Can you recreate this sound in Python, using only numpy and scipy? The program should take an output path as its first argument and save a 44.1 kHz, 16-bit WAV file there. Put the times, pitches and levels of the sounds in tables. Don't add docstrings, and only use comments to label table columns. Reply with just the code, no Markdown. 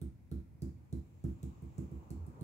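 import sys
import numpy as np
from scipy import signal
from scipy.fft import rfft, irfft, next_fast_len
from scipy.io import wavfile
from scipy.ndimage import uniform_filter1d

SR = 44100
rng = np.random.default_rng(int(sys.argv[2]) if len(sys.argv) > 2 else 0)


def decibels_to_gain(level_db):
    exponent = np.asarray(level_db, float) / 20
    return 10 ** exponent


def store_wav(level_fs):
    pcm = np.round(np.clip(np.atleast_2d(level_fs), -1, 1) * 32767)
    wavfile.write(sys.argv[1], SR, pcm.T.astype(np.int16))


N = 107515

# f/Hz, level/dB
HUM_BODY = [(15, -75), (25, -31), (87, -0.5), (443, -28.5), (974, -37.5), (1180, -44.5), (2320, -41),
            (3040, -52.5), (16400, -53)]
# f/Hz, likeness (1 = alike)
HUM_LIKENESS = [(60, 0.98), (180, 0.42), (550, 0.15), (1650, 0.073), (4970, 0.033), (15000, 0.02)]
# t/s, level/dB
CAR_FADER = [
    (0.0, -104),
    (0.66, -82),
    (0.79, -78),
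    (1.25, -78),
    (1.42, -71),
    (1.7, -70.5),
    (2.14, -65.5),
    (2.31, -65),
    (2.44, -62),
]
# f/Hz, level/dB
CAR_BODY = [(60, -3.5), (150, 6.5), (400, 2), (660, -6), (850, -2.5), (1090, -3.5), (1400, -12.5),
            (3000, -36.5)]
# f/Hz, likeness (negative = opposed)
CAR_LIKENESS = [(100, 0.9), (400, 0.91), (900, -0.23), (2000, -0.63)]
# t/s, thud level/dB, time until the level drops faster/s, lowest mode boost/dB
TAPS = [(.0134, -0.5, 0.068, 2.1), (.3138, 1.5, 0.096, 0), (.619, 2.5, 0.072, -2.2), (.9251, 2, .07, 0.8),
        (1.2389, 5, 0.084, -1.5), (1.4289, -1, 0.062, 1.5), (1.6213, -6, 0.06, 2.5),
        (1.7799, 2, 0.072, -4.5), (1.9137, -3.5, 0.07, 2.5), (2.1038, -2, 0.076, 0.5),
        (2.2729, -6.5, 0.02, 1), (2.4102, -1, .066, 1)]
BOARD_HZ = [68.9, 94.2, 121.8, 143.4, 184.4, 201, 228.8, 254.9, 272, 296.3, 333.5, 367.2]
IN_PHASE = [0, 3]
# level/dB, t60/s, rise/s, left-right balance/dB
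BOARD_MODES = [(-36.5, 1.04, 0.024, -3.6), (-42.5, 0.2, 0.00074, -0.5), (-34, .11, 0.00035, -1.5),
               (-33.5, 0.038, 0.0018, -15.5), (-40, 0.29, 0.021, 1.5), (-44, 0.35, 0.0046, -5.7),
               (-37.5, 0.17, 0.023, 0), (-41.5, 0.29, 0.025, -7), (-43, 0.21, 0.00093, -0.5),
               (-56.5, 0.56, 0.0018, 1.5), (-45.5, 0.59, 0.0018, -1), (-56, 0.23, 0.008, 14.5), ]
# f/Hz, level/dB
WOOD_BODY = [(300, -5), (450, -9.5), (600, -21.5), (1000, -32.5), (1500, -33), (3000, -45)]
# t/s, nail ring f/Hz, second (mostly lower) ring f/Hz
TICK_PITCHES = [(.0147, 3700, 1370), (.314, 4050, 1370), (.6194, 8390, 4800), (.926, 7430, 4000),
                (1.2394, 7430, 1300), (1.4293, 7300, 3950), (1.4635, 11500, 7500), (1.6205, 7300, 9000),
                (1.7806, 7560, 1250), (1.9134, 7420, 11000), (2.1039, 7560, 4400), (2.2646, 8370, 5500),
                (2.4097, 8920, 4200)]
# click level/dB, nail ring level/dB, second ring level/dB
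TICK_LEVELS = [(-45.5, -7, -14), (-45.5, -5, -10), (-42.5, -13, -6), (-49.5, 7, -3.5), (-50.5, 6, -7),
               (-46, 4, -9), (-69, -6, -11), (-54, -10, -15), (-46, 7, -13), (-59, -11, -2), (-48.5, 5, -6),
               (-58, -6, -11), (-53, 8, -4)]
# f/Hz, level/dB
CLICK_BODY = [(500, -28.5), (1300, -11.5), (2300, -9.5), (3500, -17.5), (5800, -9), (8400, 1.5),
              (12000, -5.5), (16000, -6)]
# t/s, level/dB
ECHOES = [
    (.0028, -9),
    (.0085, -10),
    (.0115, -15),
]
# f/Hz, level/dB
TICK_PAN = [(2000, 0), (5000, -2), (8000, 8), (14000, 4)]
# f/Hz, t60/s
ROOM_DECAY = [(500, 1), (2000, 0.55), (6000, 0.43), (14000, 0.12)]
# f/Hz, t60/s
SCATTER_DECAY = [(1000, .07), (4500, .09), (15000, .05)]
# f/Hz, t60/s
BOOM_DECAY = [(60, 0.076), (130, 0.94), (330, 0.53), (600, 0.37)]
# t/s, level/dB, f/Hz, length/s
LEANS = [
    (2.17, -38, 83.8, .1),
    (0.34, -49.5, 78.1, 0.13),
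    (3.5, -39, 78.5, 0.049),
]
# t/s, level/dB
RUB_FADER = [
    (0.6, -94.5),
    (1.3, -79),
    (1.396, -79),
    (1.776, -77.5),
    (2.438, -83.5),
]
# f/Hz, level/dB
RUB_BODY = [(1500, -12), (2500, 0.5), (3200, -6.5), (5300, -13.5), (6300, -6.5), (7500, -2.5), (9000, -34),
            (16000, -9.5)]
# f/Hz, likeness
RUB_LIKENESS = [(2000, 0.05), (8000, 0.2)]
# f/Hz, level/dB
MIC = [(20, -26), (45, -9), (65, 0), (15750, 0), (15950, -18), (20000, -24)]

LEFT_LAG_S = 0.00027
HALVES = np.array([[0.5], [-0.5]])


def evened(x):
    return x / np.sqrt(np.mean(x ** 2) + 1e-20)


def read(points, hz):
    f, value = np.transpose(points)
    return np.interp(np.log(hz + 1), np.log(f + 1), value)


def add(mix, s, sound):
    part = mix[:, round(s * SR):][:, :sound.shape[1]]
    part += sound[:, :part.shape[1]]


def causal(points):
    log = np.log(decibels_to_gain(read(points, abs(np.fft.fftfreq(4096, 1 / SR)))))
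    taps = np.fft.ifft(np.exp(log - 1j * signal.hilbert(log).imag)).real[:2048]
    return taps / np.linalg.norm(taps)


def fader(rows):
    s, db = np.transpose(rows)
    return decibels_to_gain(np.interp(np.arange(N) / SR, s, db, left=-120))


def noise(body, likeness):
    patchy_db = 1
    hz = np.fft.rfftfreq(1024, 1 / SR)
    a, b, c, d, patches = rng.standard_normal((N // 256 + 5, 513, 5)).T
    patches = uniform_filter1d(patches, size=8, axis=0)
    patches = evened(uniform_filter1d(patches, size=10, axis=1))
    same = np.clip(read(likeness, hz), -1, 1)[:, None]
    left = a + 1j * b
    right = same * left + np.sqrt(1 - same ** 2) * (c + 1j * d)
    z = np.array([left, right])
    z[0] *= np.exp(-2j * np.pi * hz * LEFT_LAG_S * (hz < 500))[:, None]
    z = z * decibels_to_gain(read(body, hz)[:, None] + patchy_db * patches)
    return evened(signal.istft(z, nperseg=1024, noverlap=768)[1][:, :N])


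def tail(decays, db):
    taps = np.zeros((2, SR // 2))
    at = np.arange(40, SR // 2 - 20, 20)
    at = at + rng.integers(0, 20, (2, len(at)))
    np.put_along_axis(taps, at, rng.choice([-1., 1.], at.shape), 1)
    hz, t, z = signal.stft(taps, SR, nperseg=512)
    fade = decibels_to_gain(-60 * t / read(decays, hz)[:, None])
    out = signal.istft(z * fade, SR, nperseg=512)[1]
    return decibels_to_gain(db) * out / np.linalg.norm(out[0])


def room_hum():
    return decibels_to_gain(-56.5) * noise(HUM_BODY, HUM_LIKENESS)


def car():
    return decibels_to_gain(5.0) * fader(CAR_FADER) * noise(CAR_BODY, CAR_LIKENESS)


def late_fade(t, hold):
    fade_t60 = 0.18
    return decibels_to_gain(-60 * np.maximum(t - hold, 0) / fade_t60)


def thud(db, hold, spot):
    lag_cycles = 0.593
    t = np.arange(SR // 3) / SR
    out = np.zeros((2, SR // 3))
    for k, (hz, (mode_db, t60, rise, pan_db)) in enumerate(zip(BOARD_HZ, BOARD_MODES)):
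        u = np.maximum(t - lag_cycles / hz - HALVES * LEFT_LAG_S, 0)
        swell = 1 - np.exp(-u / abs(rise))
        ring = swell * decibels_to_gain(-60 * u / t60) * np.sin(2 * np.pi * hz * u)
        sign = 1 if k in IN_PHASE else -1
        out += sign * decibels_to_gain(mode_db + spot[k] + pan_db * HALVES) * ring
    return decibels_to_gain(db) * out * late_fade(t, hold)


def rattle(db, hold, grit):
    wood_db, wood_t60, rise = -53.5, 0.74, 0.0055
    t = np.arange(grit.shape[1]) / SR
    ring = signal.fftconvolve(grit, causal(WOOD_BODY)[None], axes=1)[:, :len(t)]
    return decibels_to_gain(db + wood_db - 60 * t / wood_t60) * np.minimum(t / rise, 1) * ring * late_fade(t, hold)


def brief_ring(t, hz, q):
    return np.exp(-np.pi * hz / q * t) * np.sin(2 * np.pi * hz * t) * np.minimum(t * hz / 2, 1)


def tick(hz, low_hz, db, ring_db, low_db, grit):
    scratch, snap_t60, spread_db = 0.35, 0.0025, -5.5
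    t = np.arange(len(grit)) / SR
    strike = (t == 0) + scratch * grit * decibels_to_gain(-60 * t / snap_t60)
    click = np.convolve(strike, causal(CLICK_BODY))[:len(t)]
    click = click / abs(click).max()
    ring = decibels_to_gain(ring_db) * brief_ring(t, hz, 8) + decibels_to_gain(low_db) * brief_ring(t, low_hz, 13)
    return decibels_to_gain(db) * np.array([click + ring, click + decibels_to_gain(spread_db) * ring])


def room(x):
    right_lag = 14
    taps = np.zeros((2, 1024))
    for s, db in [(0.00093, 0.11)] + ECHOES:
        left_at = round(s * SR)
        taps[[0, 1], [left_at, round(s * SR + right_lag)]] += decibels_to_gain(db)
    near = signal.fftconvolve(x[:1], taps, axes=1)[:, :N]
    pan_db = read(TICK_PAN, np.fft.rfftfreq(N, 1 / SR)) * HALVES
    near = irfft(rfft(near) * decibels_to_gain(pan_db), N)
    tails = tail(ROOM_DECAY, 3.5) + tail(SCATTER_DECAY, -3.5)
    return near + signal.fftconvolve(x[1:], tails, axes=1)[:, :N]


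def boom(board):
    left, other = tail(BOOM_DECAY, -13)
    width = 0.3
    return signal.fftconvolve(board.mean(0)[None], [left, left + width * other], axes=1)[:, :N]


def lean(db, hz, length):
    t = np.arange(0, length, 1 / SR)
    push = np.sin(np.pi * t / length) * np.sin(2 * np.pi * hz * t)
    return decibels_to_gain(db) * push * decibels_to_gain([[-1], [1]])


def palm_rub():
    return decibels_to_gain(0.5) * fader(RUB_FADER) * noise(RUB_BODY, RUB_LIKENESS)


def scene():
    spot_db = 0.43
    board, nails = np.zeros((2, N)), np.zeros((2, N))
    spots = rng.standard_normal((len(TAPS), 12))
    wood = rng.standard_normal((len(TAPS), 2, 9000))
    for k, (s, db, hold, low_db) in enumerate(TAPS):
        add(board, s, thud(db, hold, np.r_[low_db, spot_db * spots[k, 1:]]))
        add(board, s, rattle(db, hold, wood[k]))
    grits = rng.standard_normal((len(TICK_LEVELS), 900))
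    for (s, hz, low_hz), levels, grit in zip(TICK_PITCHES, TICK_LEVELS, grits):
        add(nails, s, tick(hz, low_hz, *levels, grit))
    for s, db, hz, length in LEANS:
        add(board, s, lean(db, hz, length))
    backgrounds = room_hum() + car() + palm_rub()
    return board + boom(board) + room(nails) + backgrounds


def band_limit(x):
    return signal.sosfilt(signal.butter(12, 16510, fs=SR, output="sos"), x)


def record(dry):
    size = next_fast_len(N + 4096)
    response = decibels_to_gain(read(MIC, np.fft.rfftfreq(size, 1 / SR)))
    heard = irfft(rfft(dry, size) * response, size)[:, :N]
    return band_limit(heard)


dry = scene()
out = record(dry)
store_wav(out)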